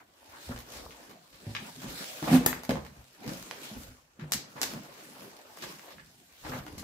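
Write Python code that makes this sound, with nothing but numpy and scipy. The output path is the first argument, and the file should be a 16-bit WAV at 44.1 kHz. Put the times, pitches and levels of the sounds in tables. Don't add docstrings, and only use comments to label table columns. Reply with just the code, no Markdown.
import sys
import numpy as np
from scipy import signal
from scipy.io import wavfile

SR = 44100
rng = np.random.default_rng(int(sys.argv[2]) if len(sys.argv) > 2 else 0)


def transcribe(u):
    v = np.clip(np.atleast_2d(u).T, -1, 1)
    q = np.round(v * 32767).astype(np.int16)
    wavfile.write(sys.argv[1], SR, q)


def voltage_ratio(decibels):
    exponent = np.asarray(decibels, float) / 20
    return 10 ** exponent


N = 301283


def rms_one(x):
    return x / np.sqrt(np.mean(x ** 2) + 1e-20)


def at_hz(points, hz):
    points_hz, values = np.array(points)[:, 0], np.array(points)[:, 1]
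    return np.interp(np.log(hz), np.log(points_hz), values)


def band(x, low_hz, high_hz):
    edges_hz = [low_hz, min(high_hz, 0.45 * SR)]
    return signal.sosfilt(signal.butter(2, edges_hz, "band", fs=SR, output="sos"), x)


def drift(rate):
    r = np.exp(-80 * np.pi * rate / SR)
    slow = signal.lfilter([1], [1, -2 * r, r * r], rng.standard_normal(N // 40 + 2002))[2000:]
    return np.interp(np.arange(N) / 40, np.arange(len(slow)), rms_one(slow))


def fade(clicks, t60):
    return signal.lfilter([1], [1, -voltage_ratio(-60 / (t60 * SR))], clicks)


def ring(clicks, hz, t60):
    r = voltage_ratio(-60 / (max(t60, 0.001) * SR))
    w = 2 * np.pi * hz / SR
    return signal.lfilter([0, np.sin(w)], [1, -2 * r * np.cos(w), r * r], clicks + 1e-18)


def stereo_bands(size, low_hz, high_hz, gain_of_band):
    # [f/Hz, left-right likeness]
    likeness = [(60, 0.9), (130, 0.98), (290, 0.76), (640, 0.4), (1410, -0.21), (3100, -0.066),
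                (6820, -0.11), (15000, -0.15)]
    edges = low_hz * 2 ** np.arange(0, np.log2(high_hz / low_hz) + 0.3, 1 / 3)
    white = rng.standard_normal((2, 2, size))
    out = 0
    for k, (low, high) in enumerate(zip(edges, edges[1:])):
        centre_hz = np.sqrt(low * high)
        mid, side = band(white[k % 2], low, high)
        alike = np.clip(at_hz(likeness, centre_hz), -1, 1)
        pair = np.sqrt(1 + alike) * mid + np.sqrt(1 - alike) * side * [[1], [-1]]
        out = out + gain_of_band(centre_hz) * pair
    return rms_one(out)


def friction(spectrum, level_db, patchy_db, grains_per_s, grain_db):
    together = drift(62.0)

    def patchy_gain(hz):
        return voltage_ratio(at_hz(spectrum, hz) + patchy_db * (0.45 * together + drift(8.0)))

    top_hz = max(hz for hz, db in spectrum if db > -90)
    noise = stereo_bands(N, spectrum[0][0], top_hz, patchy_gain)
    grain_size = np.minimum(rng.exponential(1, N), 3) ** 2
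    grains = (rng.random(N) < grains_per_s / SR) * grain_size
    flare = fade(grains, 0.0072)
    return voltage_ratio(level_db) * rms_one(noise * (1 + voltage_ratio(grain_db) * flare))


def swells(rows, still_db):
    t = np.arange(0, N, 32) / SR
    power = voltage_ratio(2 * still_db)
    for s, rise, fall, db in rows:
        climbing = (s - t) / max(rise, 0.01)
        dying = (t - s) / max(fall, 0.01)
        power = power + voltage_ratio(2 * (db - 20 * np.where(t < s, climbing, dying)))
    return np.interp(np.arange(N) / SR, t, 10 * np.log10(power))


def movement():
    # [peak t/s, rise/s, fall/s, level/dB]
    rustles = [(.5, 0.36, 0.17, -46.5), (.755, 0.16, 0.29, -46), (1.03, 0.36, 0.24, -55),
               (1.5, 0.18, 0.33, -51), (1.69, 0.28, 0.037, -54.5), (1.9, 0.11, 1, -43),
               (2.03, 0.87, 0.66, -44.5), (2.17, .4, .3, -47), (2.28, 0.25, 0.18, -43),
               (2.54, 0.53, 0.049, -57), (2.605, 0.045, 0.045, -78.5), (2.71, 0.024, 0.15, -47),
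               (2.88, .1, 0.079, -61.5), (2.99, 0.082, 0.061, -66), (3.32, 0.13, 0.3, -45),
               (3.5, 0.57, 0.67, -54.5), (3.65, 0.11, 0.11, -43.5), (3.82, 1, 0.22, -49),
               (4.62, 0.073, 0.94, -56), (4.72, 0.29, 0.13, -45), (5.04, 0.53, 0.67, -51.5),
               (5.24, 0.22, 0.17, -51), (5.66, 0.27, 0.49, -47), (5.88, 0.64, 0.1, -58),
               (6.2, 1, 0.96, -62), (6.49, 0.18, 0.51, -51), (6.59, 0.38, 0.029, -47),
               (6.765, 0.24, 0.17, -59)]
    # [peak t/s, rise/s, fall/s, level/dB]
    scuffs = [(0, .1, 0.069, -52.5), (.34, 0.32, 1.3, -53), (.51, 0.068, 0.12, -44.5),
              (.8, 0.23, 0.12, -46.5), (1.03, 0.22, 0.26, -52), (1.69, 0.35, 0.041, -48.5),
              (1.89, 0.14, 0.3, -49), (2.01, .15, 0.24, -49), (2.28, 0.032, 0.23, -30),
              (2.39, 0.2, 0.031, -49), (2.46, .04, 0.25, -43.5), (2.99, 0.34, 0.15, -58.5),
              (3.3, 0.18, 0.24, -46), (3.62, 0.35, 0.39, -47.5), (4.24, 0.098, 1.25, -52),
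              (4.57, 0.051, 1.14, -49), (4.75, 0.17, 0.56, -48.5), (5.05, 0.29, 0.31, -59.5),
              (5.24, 0.24, 0.38, -50), (5.72, 0.91, 0.13, -51), (5.88, 0.12, 0.13, -49.5),
              (6.47, 0.041, 0.39, -45.5), (6.59, 0.11, 0.029, -46), (6.74, 0.075, 1.3, -57)]
    # [peak t/s, rise/s, level/dB]
    loads = [(0, .1, -61.5), (.43, 0.14, -59), (.74, 0.29, -62), (1.12, 0.16, -56), (1.41, 0.071, -70),
             (1.6, 0.37, -49.5), (1.89, 0.24, -45), (2.01, 0.032, -47.5), (2.39, 0.14, -34),
             (2.55, 0.76, -56), (2.71, 0.031, -35), (2.83, 0.28, -65), (3.28, 0.062, -36.5),
             (3.499, 0.38, -57), (3.64, 0.28, -53.5), (3.761, 0.031, -47), (4.358, 0.15, -44.5),
             (4.56, 0.014, -49.5), (4.76, 0.3, -43), (4.9, 0.29, -62), (5.13, 0.35, -55),
             (5.24, 0.1, -50.5), (5.67, 0.1, -50), (6.0, 0.19, -55), (6.219, 0.47, -63.5),
             (6.592, 0.16, -48), (6.82, 0.26, -46)]
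    # [peak t/s, level/dB]
    jolts = [(0, -66), (.51, -36.5), (.77, -49), (0.839, -48.5), (1.34, -54), (1.5, -47), (1.6, -69),
             (1.89, -46), (2.28, -56), (2.71, -58), (2.89, -64), (2.988, -52), (3.3, -49), (3.78, -42),
             (3.888, -48), (4.24, -53), (4.33, -51), (4.62, -54), (4.76, -55), (5.67, -63), (5.97, -55),
             (6.46, -50.5), (6.52, -41), (6.59, -52), (6.73, -42.5), (6.82, -51)]
    # cloth, grit, boards, hand [level/dB]
    still_db = (-74.5, -77.5, -88.5, -76.5)
    settle_s, jolt_rise_s, jolt_fall_s = 0.17, 0.05, 0.1
    cloth = np.concatenate([rustles, np.add(scuffs, [0, 0, 0, -11.5])])
    grit = np.concatenate([scuffs, np.add(rustles, [0, 0, 0, -7.5])])
    boards = [(s, rise, settle_s, db) for s, rise, db in loads]
    hand = [(s, jolt_rise_s, jolt_fall_s, db) for s, db in jolts]
    return [swells(rows, db) for rows, db in zip([cloth, grit, boards, hand], still_db)]


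def mic_hiss():
    return voltage_ratio(-77) * rng.standard_normal((2, N))


def hand_sway(level_db):
    # [f/Hz, level/dB per Hz]
    sway = [(25, -23.5), (40, -6), (62, -5.5), (85, -3), (110, -19)]
    return friction(sway, level_db, patchy_db=8.0, grains_per_s=4.6, grain_db=-22.5)


def board_rumble(level_db):
    # [f/Hz, level/dB per Hz]
    rumble = [(53, -28), (90, -13), (135, 2), (262, 1), (400, -6.5), (500, -28.5), (650, -52), (1100, -120)]
    return friction(rumble, level_db, patchy_db=4.0, grains_per_s=14.0, grain_db=-35.0)


def cloth_rustle(level_db):
    # [f/Hz, level/dB per Hz]
    fabric = [(710, -35), (1200, -16), (1590, -3), (1730, -5), (1950, -12), (2130, 5.5), (2830, -7.5),
              (3360, -1.5), (7020, -5), (9210, -7.5), (9930, -8), (13900, -8), (16000, -12)]
    return friction(fabric, level_db, patchy_db=1.87, grains_per_s=120.0, grain_db=-14.0)


def grit_scuff(level_db):
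    # [f/Hz, level/dB per Hz]
    grinding = [(150, -29), (250, -2.5), (426, -5), (538, -1), (1090, -5), (1420, -7), (1560, -7.5),
                (2370, -14), (4000, -26), (5200, -35.5), (8800, -120)]
    return friction(grinding, level_db, patchy_db=3.0, grains_per_s=43.0, grain_db=-16.0)


def judder():
    # [t/s, slips per s, level/dB]
    drag = [
        (2.26, 71, -36.5),
        (2.3, 71.3, -19),
        (2.324, 79, -12.5),
        (2.334, 88, -9.5),
        (2.352, 81.5, -11),
        (2.368, 83, -20.5),
        (2.38, 120, -37),
        (2.4, 79, -52),
    ]
    s, rates, levels = np.transpose(drag)
    t = np.arange(N) / SR
    moving = (t > s[0]) & (t < s[-1])
    return np.interp(t, s, rates), np.interp(t, s, levels), moving


def door_panel():
    # [f/Hz, level/dB, t60/s]
    modes = [(167, -4, 0.05), (244, 7, 0.064), (334, -26, 0.054), (536, -13.5, 0.048), (730, -7.5, 0.046),
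             (820, -48.5, .04)]
    per_s, level_db, moving = judder()
    turns = np.cumsum(per_s * (1 + 0.04 * drift(31.2)) / SR)
    slips = np.diff(np.floor(turns), prepend=0) * moving * voltage_ratio(level_db - 5.5)
    panel = sum(voltage_ratio(db) * ring(slips, hz, t60) for hz, db, t60 in modes)
    panel = signal.sosfilt(signal.butter(4, 135, "high", fs=SR, output="sos"), panel)
    return panel * voltage_ratio([[-1.0], [1.0]])


def door_scrape():
    _, level_db, moving = judder()
    body = band(rng.standard_normal((2, N)), 450, 2500)
    grind = body + voltage_ratio(-6.5) * rng.standard_normal((2, N))
    return band(voltage_ratio(level_db - 16.5) * grind * moving, 100, 14000)


def squeak():
    # start t/s, end t/s, f/Hz, level/dB
    rubber = (3.771, 3.815, 12700, -62)
    start, end, hz, db = rubber
    t = np.arange(N) / SR
    tone = rms_one(ring(ring(rng.standard_normal(N), hz, 0.012), hz, 0.012))
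    return voltage_ratio(db) * tone * np.sin(np.pi * np.clip((t - start) / (end - start), 0, 1)) ** 0.5


def snaps(table, crumble_db, crumble_t60, lag=0, lag_spread=16):
    rows = np.array(table)
    chance = rng.uniform(-0.89, 1, (len(table), 2))
    at = ((rows[:, 0] + 0.0007) * SR).astype(int)
    at_right = at + lag + (lag_spread * chance[:, 0]).astype(int)
    white = rng.standard_normal((2, N))
    out = np.zeros((2, N))
    bands_hz = [(420, 810), (800, 1290), (1400, 2190), (2100, 3800), (3000, 4580), (4200, 5850),
                (6000, 8460), (9600, 12700), (12500, 16000)]
    for k, (low_hz, high_hz) in enumerate(bands_hz):
        octave = np.log2(low_hz * high_hz / 925000.0) / 2
        off_pitch_db = np.abs(rows[:, 3] * (octave - rows[:, 2]))
        height = voltage_ratio(rows[:, 1] - off_pitch_db + 7.5) * (-1) ** k
        clicks = np.zeros((2, N))
        clicks[0, at] = height * voltage_ratio(-4.0 + chance[:, 1])
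        clicks[1, at_right] = height * voltage_ratio(-4.0 - chance[:, 1])
        crumble = fade(clicks + 1e-18, crumble_t60) * white
        out += band(clicks + voltage_ratio(crumble_db) * crumble, low_hz, high_hz) * SR / 2 / (high_hz - low_hz)
    return out


def skids():
    # [t/s, peak level/dB, pitch/octaves above 1 kHz, narrowness/dB per octave]
    slides = [(1.094, -58, 5, -0.5), (1.327, -58, 2, 6), (1.817, -48.5, 4.5, 1.5), (4.194, -52, 1.1, 6),
              (4.562, -47.5, 0.35, 6), (5.609, -52, 2, 12), (5.621, -44, 2, 3.5), (5.907, -53, 2, 13.5),
              (6.436, -50.5, -0.5, 5), (6.47, -51.5, -3, 5), (6.448, -51.5, 0.5, 2),
              (6.518, -38.5, 0.42, 12.5), (6.54, -62, 0.8, 19), (6.567, -55, 0.5, 9),
              (6.779, -43.5, 3, 6.5)]
    return voltage_ratio(-18.0) * snaps(slides, crumble_db=0.5, crumble_t60=0.1)


def debris_snaps():
    # [t/s, peak level/dB, pitch/octaves above 1 kHz, narrowness/dB per octave]
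    pieces = [(0.561, -46, 1, 2), (0.588, -38.5, 5.5, 3.5), (0.721, -46, 3, 3), (0.907, -47.5, 1.5, 8.5),
              (1.5495, -30, 1.56, 10.5), (1.675, -51, -2, 2), (2.226, -37.5, -1, 2), (2.634, -43.5, 3.5, 2),
              (2.692, -33.5, 1.5, 2.5), (2.755, -40, -0.4, 4.5), (2.849, -50, 1, 2), (3.249, -49, -.5, 13),
              (3.277, -41, 2.5, 4.5), (4.3205, -21, 3, 9.5), (4.615, -25, 3, 6), (5.571, -43, 5.5, 3.5),
              (5.905, -56, 3, -1), (5.982, -45.5, 1.0, 15.5), (6.665, -47, 1.3, 4)]
    return snaps(pieces, crumble_db=-22.5, crumble_t60=0.044)


def near_ticks():
    # [t/s, peak level/dB, pitch/octaves above 1 kHz, narrowness/dB per octave]
    ticks = [(0.863, -38, -0.27, 26), (1.566, -41, 6, 14), (2.5285, -30.5, 0.87, 10.5),
             (3.042, -58, 2.8, 5), (3.335, -39, 2.5, 11), (3.397, -47, 3.1, 8.5), (3.426, -41.5, 3, 4),
             (3.5105, -31, 1.33, 7), (4.311, -51.5, 2.8, 8), (4.736, -47, 3.5, -1), (4.834, -55, 4, -0.5),
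             (5.572, -51.5, -2, 1), (5.794, -48, 1.5, 4), (5.996, -53, 1.8, 11), (6.781, -49, -1, 11),
             (6.828, -44.5, -.5, 15)]
    breaks = [
        (4.32, -22, 3.35, 4.1),
        (4.615, -21, 5.4, 4.6),
    ]
    break_echoes = [(4.33, -36, 3, 6), (4.3345, -27, 2.3, 12), (4.3415, -29, 2.7, 18), (4.6295, -29, 3.4, 4),
                    (4.632, -30, 2.2, 10), (4.638, -32, 2.5, 12)]
    out = snaps(ticks, crumble_db=-20.5, crumble_t60=0.014, lag_spread=4)
    out = out + snaps(breaks, crumble_db=-33.0, crumble_t60=0.0041, lag=7, lag_spread=0)
    return out + voltage_ratio(-2.0) * snaps(break_echoes, crumble_db=-10.5, crumble_t60=0.009, lag_spread=3)


def latch_crack():
    # [t/s, level/dB]
    stages = [
        (2.4614, -2),
        (2.4622, 4),
        (2.4636, 2),
        (2.4658, -2),
    ]
    # [f/Hz, level/dB, t60/s]
    modes = [(500, -10, .005), (1000, -12, .002), (1750, -6, .003), (3100, -14, .0012), (4700, -8, .0012),
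             (6900, -3, .0015), (8000, -7, .0015), (11800, -6, .0014), (12900, 0, .0014),
             (14000, -8, .0016)]
    at = [round(s * SR) for s, db in stages]
    stage_db = np.array(stages)[:, 1]
    out = np.zeros(N)
    for (hz, level_db, t60), chance in zip(modes, rng.normal(0, 1, (len(modes), len(stages)))):
        clicks = np.zeros(N)
        clicks[at] = voltage_ratio(stage_db + level_db - 6.5 + 2.3 * chance) * np.sign(chance)
        out += ring(clicks, hz, t60)
    return np.array([np.roll(out, 9), out]) * voltage_ratio([[1.5], [-1.5]])


def thuds(table, t60):
    # [f/Hz, level/dB, t60/s]
    floorboards = [(63.2, 0, 0.48), (123, -25, 0.088), (143, 3, 0.09), (205, -2.5, 0.081), (249, 1.5, 0.14),
                   (332, -15.5, 0.12), (425, -7.5, 0.048), (484.6, -7.5, 0.1), (527.7, -11.5, 0.16),
                   (607, -8.5, 0.13), (725, -28.5, 0.048), (950, -21.5, 0.02)]
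    out, size, count = np.zeros(N + SR), SR // 2, len(floorboards)
    for (s, db, hz, hard_db), chance in zip(table, rng.normal(0, 1, (len(table), count + 3))):
        push = np.zeros(size)
        contacts = (np.abs(chance[count:]) * 0.02 * SR).astype(int) + 1
        push[contacts] = 1.31 * np.sign(chance[:3])
        push[0] = 1
        body = ring(np.arange(size) == 0, hz, t60)
        for (mode_hz, mode_db, mode_t60), c in zip(floorboards, chance):
            level_db = mode_db - 14.5 + 0.87 * c + (hard_db + 8.0) * (mode_hz > 400)
            body += voltage_ratio(level_db) * ring(push, mode_hz * (1 + 0.061 * c), mode_t60)
        start = int(s * SR)
        out[start:start + size] += voltage_ratio(db - 2.0) * body
    return band(out[:N], 112, 690)


def rubble_knocks():
    # [t/s, peak level/dB, main f/Hz, hardness/dB]
    knocks = [(0.492, -23, 62, -9), (1.62, -39.5, 194, -46.5), (1.842, -33.5, 205, -10),
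              (2.224, -26.5, 310, -16), (2.302, -20.5, 190, -5.5), (2.318, -21.5, 169, -8),
              (2.579, -43, 173, -14), (2.692, -19.5, 250, 2.5), (2.705, -26.5, 190, -10),
              (2.735, -29.5, 159, -3), (3.259, -36.5, 226, -2), (3.713, -37, 212, -9),
              (4.191, -38.5, 215, -29.5), (4.616, -34.5, 282, -32), (4.729, -38.5, 220, -32),
              (5.625, -40.5, 358, -27), (6.494, -31.5, 135, 2), (6.539, -34.5, 140, 1.5),
              (3.884, -46, 124, -20), (6.718, -50, 66, 5)]
    return thuds(knocks, t60=0.13)


def footfalls():
    # [t/s, peak level/dB, main f/Hz, hardness/dB]
    steps = [(0.53, -39.5, 121, -27), (0.761, -49, 65, -4), (0.84, -43, 57, 3), (1.467, -27, 108, -16),
             (1.77, -44, 128, -20), (2.408, -39, 164, 7), (2.459, -40, 250, -11), (2.966, -50, 131.3, -19),
             (3.308, -41.5, 186.4, 1), (3.862, -50, 110, -20), (4.217, -33.5, 150.4, -33.5),
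             (6.449, -43.5, 307, -6), (6.653, -42.5, 300, -7)]
    return thuds(steps, t60=0.41)


def hall(distant, close):
    # [f/Hz, t60/s]
    hall_t60 = [(100, 0.51), (500, 0.38), (1500, 0.34), (4000, 0.34), (10000, 0.22)]
    # [delay/s, level/dB]
    echoes = [
        (.0085, -17),
        (.0148, -0.5),
        (0.021, -13.5),
        (.031, -16),
    ]
    t = np.arange(int(0.7 * SR)) / SR
    tail = stereo_bands(len(t), 52.3, 16000, lambda hz: voltage_ratio(-60 * t / at_hz(hall_t60, hz)))
    tail = tail * np.clip(t / 0.006, 0, 1) / np.sqrt(len(t)) * voltage_ratio(1.5)
    out = signal.fftconvolve(distant + close, tail, axes=1)[:, :N]
    for delay, db in echoes:
        for side in range(2):
            lag = int(delay * SR) + rng.integers(0, 25)
            out[side, lag:] += voltage_ratio(db) * rng.choice([-1, 1]) * distant[side, :-lag]
    return out


def scene():
    cloth_db, grit_db, rumble_db, sway_db = movement()
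    far = debris_snaps() + skids() + door_scrape()
    near = near_ticks()
    blows = (footfalls() + rubble_knocks()) * np.ones((2, 1))
    latch, panel = latch_crack(), door_panel()
    distant = voltage_ratio(-1.0) * far + voltage_ratio(-10.5) * blows
    close = voltage_ratio(-5.5) * near + voltage_ratio(-8.5) * latch + voltage_ratio(-11.5) * panel
    diffuse = hall(distant, close)
    diffuse += cloth_rustle(cloth_db) + grit_scuff(grit_db)
    diffuse += board_rumble(rumble_db) + hand_sway(sway_db) + mic_hiss()
    treble_end = signal.cheby2(20, 50, 15900, fs=SR, output="sos")
    diffuse = signal.sosfilt(treble_end, diffuse + far + panel)
    return near + latch + blows + diffuse + squeak()


def roll_off(x):
    return signal.sosfilt(signal.butter(12, 17000, fs=SR, output="sos"), x)


def record(dry):
    notch_hz, notch_width_hz, low_cut_hz = 9100, 450, 36
    notched = signal.lfilter(*signal.iirnotch(notch_hz, notch_hz / notch_width_hz, fs=SR), dry)
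    low_cut = signal.butter(3, low_cut_hz, "high", fs=SR, output="sos")
    heard = signal.sosfilt(low_cut, 0.65 * notched + 0.26 * dry)
    heard = 0.8 * np.tanh(heard / 0.8)
    return roll_off(heard)


dry = scene()
out = record(dry)
transcribe(out)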